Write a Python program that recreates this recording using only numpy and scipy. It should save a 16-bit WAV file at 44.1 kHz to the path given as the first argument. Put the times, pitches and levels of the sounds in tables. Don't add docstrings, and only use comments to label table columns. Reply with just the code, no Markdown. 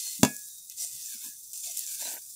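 import sys
import numpy as np
from scipy import signal
from scipy.fft import rfft, irfft
from scipy.io import wavfile
from scipy.ndimage import uniform_filter1d

SR = 44100
rng = np.random.default_rng(int(sys.argv[2]) if len(sys.argv) > 2 else 0)


def file_out(sig):
    cols = np.atleast_2d(sig).T
    lim = np.clip(cols, -1, 1)
    pcm = np.round(lim * 32767).astype(np.int16)
    wavfile.write(sys.argv[1], SR, pcm)


N = 103635
TIME = np.arange(N) / SR

# (frequency [Hz], level [dB])
ROOM_SPECTRUM = [(150, 2), (400, -13), (15000, -26)]
ROOM_DB = -76.5

# (frequency [Hz], width [Hz], boost [dB])
PAN_RESONANCES = [(2562, 270, 13.5), (3582, 190, 7.5), (6000, 217, 5.5), (7325, 400, 4.5)]
# (time [s], level [dB])
SIMMER_LEVEL = [(.15, -39.5), (.36, -41), (.66, -47), (.9, -43.5), (1.3, -44), (1.39, -45.5), (1.52, -45.5),
                (1.9, -45), (2.35, -43.5)]
# (frequency [Hz], level [dB])
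SIMMER_SPECTRUM = [(2600, -38.5), (3400, -22), (4400, -12.5), (5600, -5.5), (7500, -3), (9800, -2),
                   (11200, -7), (15500, -4.5)]
# (start [s], rise [s], hold [s], main level [dB], treble level [dB], lower body level [dB])
STEAM_FLARES = [(-.02, 0.0044, 0.17, -36.5, -41.5, -46.5), (0.691, 0.011, 0.021, -52, -57.5, -58),
                (0.76, 0.062, 0.01, -32.5, -37, -47.5), (0.84, 0.12, 0.12, -39.5, -42, -52),
                (1.038, 0.099, 0.011, -38.5, -40.5, -47.5), (1.195, 0.045, 0.01, -40.5, -40.5, -49.5),
                (1.53, 0.0079, 0.07, -40, -43.5, -57.5), (1.623, 0.018, 0.075, -37.5, -40.5, -48),
                (1.733, 0.044, 0.054, -37, -38.5, -48), (1.845, 0.052, 0.053, -36.5, -37, -48),
                (1.961, 0.055, 0.1, -35, -37, -45.5)]
# (frequency [Hz], level [dB])
FLARE_SPECTRUM = [(3000, -42.5), (4200, -15.5), (5000, -7.5), (7400, -2.5), (9700, -4), (11000, -18),
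                  (14000, -38)]
TREBLE_SPECTRUM = [(8000, -31), (10200, -3), (15500, -3)]
BODY_SPECTRUM = [(1100, -45.5), (1550, -23), (2300, -22), (3000, -8.5), (4500, 0), (5500, -16.5)]
FLARE_FADE_S, FLARE_SAG_S = 0.057, 0.39
BUBBLES_PER_S, BUBBLE_SPREAD_DB, BUBBLE_S = 2000, 2.5, .0005
STEAM_SHARE = .62
FLUTTER_DB, FLUTTER_HZ, HISS_PATCH_DB = .7, 74, 1.6
# (time [s], frequency [Hz])
GAP_RESONANCE = [(.95, 2050), (1.2, 1462), (1.56, 2850), (1.69, 2150), (1.78, 2084), (1.89, 1596)]
# (multiple of its resonance [ratio], level re the flares' lower body [dB])
GAP_MODE_SERIES = [(1, -15.5), (1.45, -15)]
GAP_WIDTH_HZ = 230

# (middle [s], length [s], frequency [Hz], level [dB])
WHISTLING_NOTES = [(.06, 0.245, 4284, -45.5), (.56, 0.37, 3810, -61), (.815, 0.057, 5770, -40.5),
                   (2.059, 0.04, 4010, -42.5), (2.145, .07, 12400, -42.5)]
SQUEAL_WIDTH_HZ = 210

# (start [s], length [s], level [dB])
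RUB_STROKES = [(0.042, 0.064, -60), (1.992, 0.115, -46.5), (2.072, 0.124, -49)]
# (frequency [Hz], level [dB])
RUB_SPECTRUM = [(100, -48), (250, -6.5), (450, -8.5), (640, 3), (800, -5), (960, 2.5), (1170, -39),
                (1550, 1.5), (2000, -9.5), (3000, -6), (5000, -82)]
RUB_EDGE_S, SLIPS_PER_S, SLIP_SPREAD_DB, SLIP_S, RUB_PATCH_DB = .03, 800, 2, .00072, 2.3

# (middle [s], length [s], frequency [Hz], level [dB])
SOFT_SWELLS = [(.213, 0.054, 235, -44.5), (.835, 0.058, 677, -62.5), (.95, 0.08, 135, -65),
               (1.155, .065, 246.5, -62.5), (1.26, 0.066, 989, -65), (1.275, 0.081, 255, -60),
               (1.29, 0.16, 1675, -65), (1.685, 0.092, 675, -59)]
SOFT_SWELL_WIDTH_HZ = 130

# (time [s], crack level [dB], ring level [dB], ring brightness [dB per octave])
SPATULA_KNOCKS = [(0.2317, -8, -15.5, 1), (0.249, -16, -30.5, 3.5)]
# (frequency [Hz], relative level [dB], 60 dB decay time [s])
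KNOCK_TONES = [(145, -7, .17), (212, -1.5, .15), (254, 0, .16), (376, -13, .1), (463, -29, .24),
               (560, -12, .08), (624, -26, .24), (675, -12, .08), (830, -10, .07), (960, -6, .07),
               (1678, -26, .41), (2240, -29, .25), (2492, -30, .29), (2700, -18, .11), (3432, -20, .14)]
# (frequency [Hz], level [dB])
CRACK_SPECTRUM = [(30, -26), (120, -5), (250, 12), (900, 0.5), (1900, -8), (4500, -6.5), (7000, -0.5),
                  (15500, -14.5)]
CRACK_S, CRACK_TAIL_S, CRACK_TAIL_DB, KNOCK_LOW_CUT_HZ = .0008, .021, -14, 110

# (time [s], level [dB])
DROPLETS = [(.3655, -25), (.4857, -29), (.6985, -26.5), (1.2885, -28), (1.4353, -33), (1.5325, -27),
            (1.576, -24), (1.7724, -17), (1.7821, -21), (1.7922, -19), (1.8656, -25)]
# (frequency [Hz], level [dB])
DROPLET_SPECTRUM = [(2000, -55), (3500, -26), (5200, -7), (7500, 0), (11000, -4), (15500, -7)]
SPIT_S, SPIT_TAIL_S, SPIT_TAIL_DB = .00017, .005, -14

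CUTOFF_HZ = 15650


def amp(db):
    return 10 ** (np.asarray(db) / 20)


def unit(x):
    return x / np.sqrt(np.mean(x ** 2) + 1e-20)


def add(mix, s, sound):
    part = mix[max(round(s * SR), 0):][:len(sound)]
    part += sound[:len(part)]


def colour(x, points, peaks=(), size=4096):
    hz = np.fft.rfftfreq(size, 1 / SR)
    f, db = np.transpose(points)
    response_db = np.interp(np.log(hz + 1), np.log(f), db)
    for mid, width, boost in peaks:
        response_db = response_db + boost / (1 + (2 * (hz - mid) / width) ** 2)
    cepstrum = irfft(np.log(amp(response_db)))
    cepstrum[1:size // 2] *= 2
    cepstrum[size // 2 + 1:] = 0
    taps = irfft(np.exp(rfft(cepstrum)))
    return signal.oaconvolve(x, taps / np.linalg.norm(taps))[:len(x)]


def drift(rate_hz):
    hz = np.fft.rfftfreq(N, 1 / SR)
    spectrum = rfft(rng.standard_normal(N)) / (1 + (hz / rate_hz) ** 4)
    return unit(irfft(spectrum, N))


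def grains(per_s, spread_db, decay_s):
    happens = rng.random(N) < per_s / SR
    size = amp(spread_db * np.minimum(rng.exponential(1, N), 6)) * happens
    power = signal.lfilter([1], [1, -np.exp(-2 / (decay_s * SR))], size ** 2)
    return unit(np.sqrt(power))


def burst(decay_s, tail_s, tail_db):
    t = TIME[:SR // 3]
    u = t / decay_s
    puff = u * np.exp(1 - u)
    tail = amp(tail_db) * (1 - np.exp(-u)) * np.exp(-t / tail_s)
    return rng.choice([-1, 1], len(t)) * (puff + tail)


def whistle(hz, width_hz):
    waver = drift(width_hz / 2) + 1j * drift(width_hz / 2)
    phase = 2 * np.pi * np.cumsum(hz * np.ones(N)) / SR
    return unit((waver * np.exp(1j * phase)).real)


def swells(rows, width_hz):
    out = np.zeros(N)
    for middle, length, hz, db in rows:
        arch = np.cos(np.pi * np.clip((TIME - middle) / length, -.5, .5))
        tone = arch * whistle(hz, width_hz)
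        out += amp(db) * tone * np.linalg.norm(arch) / np.linalg.norm(tone)
    return out


def patchy(x, depth_db):
    z = signal.stft(x, nperseg=512, noverlap=384)[2]
    field = uniform_filter1d(rng.standard_normal(z.shape), size=6, axis=0)
    field = uniform_filter1d(field, size=14, axis=1)
    return signal.istft(z * amp(depth_db * unit(field)), nperseg=512, noverlap=384)[1][:N]


def room_tone():
    return amp(ROOM_DB) * unit(colour(rng.standard_normal(N), ROOM_SPECTRUM))


def flare(start, rise, hold):
    age = np.maximum(TIME - start, 0)
    sag = age / FLARE_SAG_S
    fade = np.maximum(age - rise - hold, 0) / FLARE_FADE_S
    return np.minimum(age / rise, 1) * np.exp(-sag - fade)


def flare_levels():
    power = sum((amp(db)[:, None] * flare(start, rise, hold)) ** 2
                for start, rise, hold, *db in STEAM_FLARES)
    return np.sqrt(power)


def boiling():
    bubbles = grains(BUBBLES_PER_S, BUBBLE_SPREAD_DB, BUBBLE_S)
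    power = STEAM_SHARE + (1 - STEAM_SHARE) * bubbles ** 2
    return np.sqrt(power) * amp(FLUTTER_DB * drift(FLUTTER_HZ))


def steam_gap():
    gap_hz = np.interp(TIME, *np.transpose(GAP_RESONANCE))
    return sum(amp(db) * whistle(ratio * gap_hz, GAP_WIDTH_HZ) for ratio, db in GAP_MODE_SERIES)


def sizzle():
    boil = boiling()
    simmer = amp(np.interp(TIME, *np.transpose(SIMMER_LEVEL)))
    flares = flare_levels()
    levels = [simmer, *flares]
    spectra = [SIMMER_SPECTRUM, FLARE_SPECTRUM, TREBLE_SPECTRUM, BODY_SPECTRUM]
    hiss = np.zeros(N)
    for level, spectrum in zip(levels, spectra):
        noise = boil * rng.standard_normal(N)
        hiss += level * unit(colour(noise, spectrum, PAN_RESONANCES))
    return patchy(hiss, HISS_PATCH_DB) + flares[-1] * steam_gap()


def squeals():
    return swells(WHISTLING_NOTES, SQUEAL_WIDTH_HZ)


def rubs():
    force = np.zeros(N)
    for start, length, db in RUB_STROKES:
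        edges = np.minimum(TIME - start, start + length - TIME) / RUB_EDGE_S
        force += amp(db) * np.clip(edges, 0, 1)
    slips = force * grains(SLIPS_PER_S, SLIP_SPREAD_DB, SLIP_S) * rng.standard_normal(N)
    return colour(patchy(slips, RUB_PATCH_DB), RUB_SPECTRUM)


def soft_swells():
    return swells(SOFT_SWELLS, SOFT_SWELL_WIDTH_HZ)


def knocks():
    crack, rings, t = np.zeros(N), np.zeros(N), TIME[:SR // 2]
    hz, db, t60 = np.transpose(KNOCK_TONES)[:, :, None]
    tones = -amp(db - 60 * t / t60) * np.sin(2 * np.pi * hz * t)
    octaves = np.log2(hz / hz[0])
    snap = burst(CRACK_S, CRACK_TAIL_S, CRACK_TAIL_DB)
    for s, crack_db, ring_db, bright_db in SPATULA_KNOCKS:
        add(crack, s, amp(crack_db) * snap)
        add(rings, s, (amp(ring_db + bright_db * octaves) * tones).sum(0))
    coloured_crack = colour(crack, CRACK_SPECTRUM, PAN_RESONANCES[-2:])
    low_cut = signal.butter(2, KNOCK_LOW_CUT_HZ, "highpass", fs=SR, output="sos")
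    return signal.sosfilt(low_cut, coloured_crack + rings)


def spits():
    ticks = np.zeros(N)
    for s, db in DROPLETS:
        add(ticks, s, amp(db) * burst(SPIT_S, SPIT_TAIL_S, SPIT_TAIL_DB))
    return colour(ticks, DROPLET_SPECTRUM, PAN_RESONANCES)


def scene():
    mono = room_tone() + sizzle() + squeals() + rubs() + soft_swells() + knocks() + spits()
    return np.array([mono, mono])


def record(dry):
    low_pass = signal.firwin(511, CUTOFF_HZ, window=("kaiser", 9), fs=SR)
    return signal.oaconvolve(dry, low_pass[None], "same")


dry = scene()
out = record(dry)
file_out(out)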